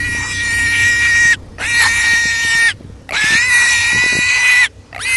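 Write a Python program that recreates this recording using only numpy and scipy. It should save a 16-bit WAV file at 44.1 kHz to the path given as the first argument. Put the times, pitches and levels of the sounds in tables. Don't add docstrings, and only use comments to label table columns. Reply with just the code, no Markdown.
import sys
import numpy as np
from scipy import signal
from scipy.io import wavfile
from scipy.ndimage import uniform_filter1d

SR = 44100
rng = np.random.default_rng(int(sys.argv[2]) if len(sys.argv) > 2 else 0)


def linear_from_db(decibels):
    return 10 ** (np.asarray(decibels, float) / 20)


def to_wav(s):
    ch = np.atleast_2d(s).T
    pcm = np.round(np.clip(ch, -1, 1) * 32767)
    wavfile.write(sys.argv[1], SR, pcm.astype(np.int16))


N = 227776

# frequency in Hz, density in dB per Hz.
AIR_COLOUR = [(15, -48), (25, -29), (101, -2), (174, -62), (475, -7.5), (700, -23), (839, -20.5),
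              (1030, -22.5), (1870, -28.5), (4380, -33.5), (5530, -32), (10800, -43.5), (12000, -68),
              (15600, -112), (22000, -120)]
AIR_DB = -44

# multiple of the firing rate, level in dB.
ENGINE_ORDERS = [(1, -47), (2, -2.5), (3, 0.5), (4, -11.5), (5, -19), (6, -16.5), (7, -15), (8, -11.5),
                 (9, -10.5), (10, -17), (11, -35), (12, -25)]
# frequency in Hz, density in dB per Hz.
EXHAUST_COLOUR = [(20, -17), (40, 10.0), (90, 4.5), (280, -1.0), (500, -8.5), (800, -34)]
# time in seconds, level in dB.
IDLE_LEVEL = [(0, -29), (.4, -32), (.75, -30.5), (1.3, -33.5), (1.65, -38), (1.9, -33), (2.3, -38.5),
              (3.0, -39.5), (3.898, -38.5), (4.5, -44.5), (5.16, -42)]
IDLE_HZ, HUNT_HZ = 32.07, 0.26
STEP = 8

# start in seconds, peak in dB, frequency in Hz.
POPS = [(0.145, -19, 266), (0.206, -26, 140), (0.67, -24, 206), (1.246, -19, 147), (1.705, -31, 281),
        (2.13, -18.5, 208), (2.251, -16.5, 199), (2.444, -21.5, 185), (2.544, -21, 143), (2.62, -25, 224.8),
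        (2.805, -21, 252.3), (2.843, -26, 162), (2.894, -25, 170), (3.013, -30, 249.4), (3.235, -16.5, 151),
        (3.471, -30, 186)]
# start in seconds, end in seconds, peak in dB, middle in Hz.
GUSTS = [
    (3.309, 3.35, -17.5, 245),
    (3.928, 3.995, -19, 184),
    (4.043, 4.058, -12, 273.6),
    (4.122, 4.15, -16.5, 218),
    (4.157, 4.19, -12, 259),
]
GUST_GAP_S = .01

# start in seconds, peak in dB, air tick in dB.
CREAKS = [
    (1.583, -15.5, -30),
    (3.091, -9.5, -20),
    (3.108, -9, -17),
    (3.122, -6, -26),
    (3.13, -32, -26),
    (4.928, -15, -35),
    (4.947, -11, -25),
    (4.962, -8.5, -25),
    (4.979, -12, -23),
    (4.991, -17, -24),
]
# frequency in Hz, level in dB, 60 dB decay in seconds.
THROAT = [(709, -0.5, 0.047), (1240, -6, 0.034), (2110, 5, 0.024), (2650, -1, 0.023), (4270, -4, .01)]

# multiple of the whistle, level in dB.
PARTIALS = [(0.25, -36.5), (0.5, -9), (0.75, -20), (1, 0), (1.25, -6), (1.5, -18), (1.75, -27), (2, -9),
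            (2.25, -15), (2.5, -19.5), (2.75, -21.5), (3, -17), (3.25, -17.5), (3.5, -25), (3.75, -21),
            (4, -22.5), (4.25, -24.5), (4.5, -90), (4.75, -29), (5, -23), (5.25, -30), (5.5, -27),
            (5.75, -65), (6, -43), (6.25, -31)]
# frequency in Hz, density in dB per Hz.
BREATH_COLOUR = [(450, -65), (900, -7.5), (1300, -18), (1900, -7.5), (2500, 0), (3250, -13.5), (4100, -11),
                 (5600, -13.5), (7600, -13), (8800, -15), (10300, -17), (11200, -16), (12000, -72)]
# time in seconds, whistle in Hz, effort in dB, focus on the whistle in dB, air leak in dB.
FIRST_CRY = [(0, 1920, -18, 0, -7.5), (0.191, 1888, -20, 1, 1), (.31, 1917, -21, -4, 6),
             (.4, 1873, -18, 0, 1), (.66, 1865, -13, 0, -2.5), (.75, 1869, -13, -2.5, -1),
             (0.869, 1893, -11, 2, -0.5), (.96, 1891, -13.5, 0, 0), (1.325, 1876, -11, 4.5, 1.5)]
SECOND_CRY = [(1.58, 1878, -16, -4, -14), (1.69, 1896, -18, -1, 3), (1.808, 1886, -9.5, 1.5, 0),
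              (1.845, 1792, -13.5, 3, 1.5), (1.94, 1876, -13, -3.5, -1), (2.131, 1866, -12, 2.5, 1.5),
              (2.21, 1857, -17, 4, 5), (2.38, 1843, -17.5, 0.5, 5), (2.678, 1847, -9.5, 1.5, -1)]
THIRD_CRY = [(3.124, 1629, -17, -1, -1.5), (3.35, 1805, -11.5, 1, 1), (3.47, 2014, -13.5, -1, -5.5),
             (3.545, 1932, -7.5, -0.5, -3), (3.84, 1894, -14, -2, 3), (4.02, 1973, -10, -1, -2.5),
             (4.145, 1955, -13, -3, 1.5), (4.365, 2001, -11.5, -2.5, -3), (4.636, 1965, -8, 1.5, -4)]
FOURTH_CRY = [(4.991, 1984, -17.5, -2, -8.5), (5.042, 1927, -19.5, -11, 4.5), (5.053, 2005, -15, -4, -5),
              (5.09, 2064, -13, -5.5, -4), (5.16, 2058, -10, 0, -6)]
# scoop in seconds, scoop depth from 0 to 1, attack in dB, release in seconds.
EDGES = [
    (0.00092, .001, 4, 0.044),
    (.105, .34, -17, 0.068),
    (.055, .32, -3.5, 0.056),
    (.046, .42, -4.5, 0.07),
]
# flutter rate minus a quarter of the whistle in Hz, growl in dB,
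# octave in dB, wait before the flutter catches in seconds.
VOICES = [
    (-1, -4.5, -4.5, -.01),
    (-3, 3, 0, -.01),
    (14, 3, 0.5, -.01),
    (-35, -4, -1, 0.058),
]
CALM = [.35, .3, .52, .2]
# start in seconds, end in seconds, disorder in radians.
CRACKS = [(.15, .32, .6), (1.578, 1.645, 1.6), (1.82, 1.87, 1.8), (1.97, 2.07, .8), (3.122, 3.17, 1.9),
          (3.2, 3.36, 1.15), (3.55, 3.72, .9), (4.3, 4.58, .85), (5.08, 5.2, .45)]
CRACK_S = .045

WHISTLE_DB, SIDE_DB, RASP_DB, OCTAVE_DB, GROWL_DB = -1.5, -9, -7, -16, -27
SIDE_TRADE, OCTAVE_LEAK, GROWL_PER_RAD_DB = .7, .8, 1
ATTACK_S, SCOOP_CURVE, SCOOP_GROWL_DB, SCOOP_SIDE_DB, SCOOP_WHISTLE_DB = 0.023, 1.2, 8.5, -5.5, -6.5
SAG, SAG_CURVE, CUT_DB, CUT_CURVE = .26, 1.45, -55.5, 2.28
FALL_OCTAVE_DB, FALL_WHISTLE_DB, FALL_RASP_DB, FALL_RAD = 14, -8.5, 0.5, .85
LOCK_S, UNLOCKED_DB, PURE_DB = .004, -14, 6
SLIP_WANDER_HZ = 9
UNDER_DB = -3
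WAVER_DB = 2.2

# time in seconds, half length in seconds, frequency in Hz, relative depth in dB.
MOUTH_DIPS = [(0.649, 0.19, 6400, 4), (0.983, 0.2, 4460, 5.5), (1.705, 0.04, 4640, 12),
              (1.983, 0.033, 4420, 5), (2.317, 0.072, 8973, 23), (.25, 0.11, 4340, 6.5),
              (1.2, .1, 4170, 2.5), (1.851, 0.067, 4247, -3), (3.178, 0.032, 3930, -4.5),
              (1.861, .015, 990, -5), (1.826, .04, 2630, 1.5), (3.44, 0.047, 5246, -2),
              (3.562, 0.13, 3130, 4.5), (4.149, 0.17, 3200, 3.5), (4.458, .05, 4592, 3),
              (4.635, 0.082, 4920, 4), (5.106, 0.094, 7300, 9)]
# time in seconds, treble in dB.
SNOUT = [(0, 10.5), (.25, -6.5), (.6, 6), (1.0, -2), (1.2, -6), (1.4, -6.5), (1.72, 0), (1.97, 2.5),
         (2.3, -5.5), (2.55, 1), (3.15, -6.5), (3.4, 2.5), (4.2, -2.5), (4.5, -1.5), (5.16, 5.5)]

# time in seconds, middle in Hz.
TREBLE_SPREADS = [(.245, 5000), (.245, 6950), (.5, 5750), (.5, 7600), (.9, 9700), (1.545, 5150),
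                  (1.545, 8950), (1.755, 9350), (2.105, 4650), (2.475, 9700), (3.45, 6300), (3.45, 9700),
                  (3.54, 10300), (4.195, 9700)]
EDGE_HZ = 11900


def evened(x):
    return x / np.sqrt(np.mean(abs(x) ** 2) + 1e-20)


def add(mix, s, sound):
    part = mix[round(s * SR):][:len(sound)]
    part += sound[:len(part)]


def drift(count, hz):
    knots = rng.standard_normal(count // 16 + 3000)
    smooth = signal.sosfilt(signal.butter(2, hz, fs=SR / 16, output="sos"), knots)
    return np.interp(np.arange(count) / 16 + 1000, np.arange(len(knots)), evened(smooth))


def patchwork(x, rows, columns):
    return evened(uniform_filter1d(uniform_filter1d(x, size=rows, axis=0), size=columns, axis=1))


def noise(count, colour, patchy_db):
    frames, hz = count // 256 + 5, np.fft.rfftfreq(1024, 1 / SR)
    a, b, patches = rng.standard_normal((frames, 513, 3)).T
    f, db = np.transpose(colour)
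    colour_db = np.interp(np.log(hz + 1), np.log(f + 1), db)[:, None]
    spectra = (a + 1j * b) * linear_from_db(colour_db + patchy_db * patchwork(patches, 14, 24))
    return evened(signal.istft(spectra, nperseg=1024, noverlap=768)[1][:count])


def open_air():
    return linear_from_db(AIR_DB) * noise(N, AIR_COLOUR, patchy_db=2.0)


def tree_line(x):
    t = np.arange(SR) / SR
    scatter = rng.standard_normal(SR) * (rng.random(SR) < .05)
    tail = scatter * linear_from_db(-60 * t / 5.1) * np.clip(t / 0.33, 0, 1)
    return signal.fftconvolve(x, tail / np.linalg.norm(tail))[:N]


def engine():
    level_db = np.interp(np.arange(N) / SR, *np.transpose(IDLE_LEVEL))
    turn = 2 * np.pi * np.cumsum(IDLE_HZ + HUNT_HZ * drift(N, hz=2.07)) / SR
    orders = 0
    for k, db in ENGINE_ORDERS:
        size = linear_from_db(db + 3.54 * drift(N, hz=10.7)[::STEP])
        uneven_turn = (turn + 0.11 * drift(N, hz=10.5))[::STEP]
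        orders = orders + size * np.cos(k * uneven_turn + 2 * np.pi * rng.random())
    orders = np.interp(np.arange(N) / STEP, np.arange(len(orders)), orders)
    puffs = noise(N, EXHAUST_COLOUR, patchy_db=2.0) * (1 + .5 * np.cos(turn))
    return linear_from_db(level_db) * (1.35 * evened(orders) + 0.61 * puffs)


def pop(db, hz):
    u = np.arange(-1.2, 2.2, hz / SR)
    a, b = rng.random(2)
    pressure = np.cos(2 * np.pi * (u + a)) + 0.38 * np.cos(2 * np.pi * (2.27 * u + b))
    return linear_from_db(db) * np.exp(-(u / 0.49) ** 2) * pressure


def wind():
    out = np.zeros(N)
    for s, db, hz in POPS:
        add(out, s, pop(db, hz))
    for start, end, db, hz in GUSTS:
        for s, (a, b, c) in zip(np.arange(start, end, GUST_GAP_S), rng.uniform(-1, 1, (8, 3))):
            add(out, s + 0.88 * c * GUST_GAP_S, pop(db - 1.5 + 4.0 * a, hz * (1 + .4 * b)))
    return out


def creak(db, edge_db):
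    t = np.arange(2500) / SR
    ring = 0
    for hz, d, t60 in THROAT:
        ring = ring + linear_from_db(d - 60 * t / t60) * np.sin(2 * np.pi * hz * rng.uniform(0.85, 1.14) * t)
    tick = linear_from_db(edge_db - 60 * t / 0.026) * rng.standard_normal(len(t))
    return linear_from_db(db) * (ring / abs(ring).max() + tick) * np.minimum(t / 0.00067, 1)


def disorder(t, calm):
    cracks = [rad * np.clip(1 + np.minimum(t - a, b - t) / CRACK_S, 0, 1) for a, b, rad in CRACKS]
    return np.maximum(calm, np.max(cracks, axis=0))


def layers(rows, edges, voice, calm):
    s, *columns = np.transpose(rows)
    scoop_s, depth, attack_db, release_s = edges
    growl_db, octave_db, wait_s = voice[1:]
    t = np.arange(s[0], s[-1] + release_s, 1 / SR)
    hz, effort_db, focus_db, leak_db = (np.interp(t, s, c) for c in columns)
    slack = np.clip(1 - (t - s[0]) / scoop_s, 0, 1) ** SCOOP_CURVE
    out = np.clip((t - s[-1]) / release_s, 0, 1)
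    falling = np.minimum(2 * out, 1)
    pure = np.clip((s[0] + wait_s - t) / LOCK_S, 0, 1)
    hoarse = disorder(t, calm) + FALL_RAD * falling
    attack = np.clip(1 - (t - s[0]) / ATTACK_S, 0, 1)
    level_db = effort_db + attack_db * attack + CUT_DB * out ** CUT_CURVE
    hz = hz * (1 - depth * slack) * (1 - SAG * (1 - (1 - out) ** SAG_CURVE))
    whistle_db = WHISTLE_DB + focus_db + FALL_WHISTLE_DB * falling + SCOOP_WHISTLE_DB * slack * hoarse
    octave_db = OCTAVE_DB + octave_db + OCTAVE_LEAK * leak_db + FALL_OCTAVE_DB * falling
    side_db = SIDE_DB - SIDE_TRADE * focus_db + SCOOP_SIDE_DB * slack * hoarse
    rasp_db = RASP_DB + leak_db + FALL_RASP_DB * falling
    growl_db = GROWL_DB + growl_db + (GROWL_PER_RAD_DB + SCOOP_GROWL_DB * slack) * hoarse
    return (hz, hoarse, pure, level_db + whistle_db, level_db + octave_db,
            level_db + side_db, level_db + rasp_db, level_db + growl_db)


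def cry(rows, edges, own, calm):
    hz, hoarse, pure, whistle_db, octave_db, side_db, rasp_db, growl_db = layers(rows, edges, own, calm)
    n, levels = len(hz), dict(PARTIALS)
    side_db = side_db + WAVER_DB * drift(n, hz=12)
    tremble = 1 + 0.00768 * drift(n, hz=33.55) + 0.0078 * hoarse * drift(n, hz=66.4)
    whistle = 2 * np.pi * np.cumsum(hz * tremble) / SR + 0.15 * hoarse ** 2 * drift(n, hz=358)
    slip = 2 * np.pi * np.cumsum(own[0] + SLIP_WANDER_HZ * drift(n, hz=2.976)) / SR
    flutter = whistle / 4 + slip + hoarse * (0.69 * drift(n, hz=39.0) + 0.35 * drift(n, hz=316))
    doubling = 1 + .33 * np.cos(flutter / 2)
    voice, unlocked, whole = np.zeros(n), linear_from_db(UNLOCKED_DB * pure), linear_from_db(PURE_DB * pure)
    for multiple, db in PARTIALS:
        m = int(multiple + .4)
        beats = round(4 * (multiple - m))
        if multiple < .6:
            size = linear_from_db(growl_db + db - levels[.5])
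        elif multiple < .9:
            size = linear_from_db((side_db + whistle_db) / 2 + UNDER_DB + db - levels[1.25]) * doubling
        elif multiple < 1.9:
            size = linear_from_db(side_db + db - levels[1.25]) * doubling if beats else linear_from_db(whistle_db)
        elif beats or m > 2:
            size = linear_from_db(rasp_db + db + 2.0 + 3.27 * drift(n, hz=7.0)) * doubling
        else:
            size = linear_from_db(octave_db + db - levels[2])
        if beats:
            size = size * unlocked
        elif m > 1:
            size = size * whole
        shimmer = 1 + (.15 if multiple < 1.9 else .45) * hoarse * drift(n, hz=130)
        in_band = np.clip((EDGE_HZ - multiple * hz) / 300, 0, 1)
        tone = np.cos(m * whistle + beats * flutter + 2 * np.pi * rng.random())
        voice += np.sqrt(2) * size * shimmer * in_band * tone
    chopping = evened(1 + 0.2 * np.cos(flutter) + 0.053 * drift(n, hz=116))
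    breath = noise(n, BREATH_COLOUR, patchy_db=5.0) * chopping
    low = signal.sosfiltfilt(signal.butter(4, 3300, fs=SR, output="sos"), breath)
    voice += linear_from_db(rasp_db - 5.0) * evened(breath - low) * (0.53 + 0.42 * hoarse)
    throat = linear_from_db(side_db - 6) + linear_from_db(rasp_db - 12) * hoarse ** 2
    voice += throat * np.sqrt(unlocked) * evened(low)
    return rows[0][0], voice * signal.windows.tukey(n, .006)


def mouth(x):
    hz, t, z = signal.stft(x, SR, nperseg=1024)
    hz = hz[:, None]
    dips_db = 0
    for s, half, f, db in MOUTH_DIPS:
        dips_db = dips_db + db * np.exp(-((hz - f) / 230) ** 2 - ((t - s) / half) ** 2)
    snout_db = np.interp(t, *np.transpose(SNOUT)) * np.clip((hz - 7600) / 1500, 0, 1)
    patches = patchwork(rng.standard_normal(z.shape), 16, 8)
    glint_db = 3 * patches * np.clip((hz - 2800) / 5000, 0, 1)
    gain_db = snout_db + glint_db - (3.68 + 0.22 * patches) * dips_db
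    return signal.istft(z * linear_from_db(gain_db), SR, nperseg=1024)[1][:N]


def boar():
    cries = np.zeros(N)
    for row in zip((FIRST_CRY, SECOND_CRY, THIRD_CRY, FOURTH_CRY), EDGES, VOICES, CALM):
        add(cries, *cry(*row))
    out = mouth(cries)
    for s, db, edge_db in CREAKS:
        add(out, s, creak(db, edge_db))
    return out


def scene():
    animal = boar()
    mono = animal + linear_from_db(-47) * tree_line(animal) + engine() + wind() + open_air()
    return np.array([mono, mono])


def thin_treble(x):
    hz, t, z = signal.stft(x, SR, nperseg=1024)
    power = uniform_filter1d(abs(z) ** 2, size=2, axis=1)
    band_db = 10 * np.log10(abs(uniform_filter1d(power, size=5, axis=0)) + 1e-14)
    around_db = uniform_filter1d(band_db, size=50, axis=0)
    weak = band_db < around_db - 9 + hz[:, None] / 3500
    silent = weak & (hz[:, None] > 3000) & (around_db > -72)
    stray = sum(np.outer(abs(hz - f) < 750, abs(t - s) < .015) for s, f in TREBLE_SPREADS)
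    mid = signal.istft(z * ~silent, SR, nperseg=1024)[1][:N]
    side = linear_from_db(-4) * signal.istft(1j * z * stray, SR, nperseg=1024)[1][:N]
    return np.array([mid + side, mid - side])


def top_cut(x):
    return signal.sosfilt(signal.butter(12, 12280, fs=SR, output="sos"), x)


def record(dry):
    soft = .97 * np.tanh(dry[0] / .97)
    band_limit = signal.firwin(511, EDGE_HZ, window=("kaiser", 9), fs=SR)
    limited = signal.oaconvolve(soft, band_limit, "same")
    return top_cut(thin_treble(limited))


dry = scene()
out = record(dry)
to_wav(out)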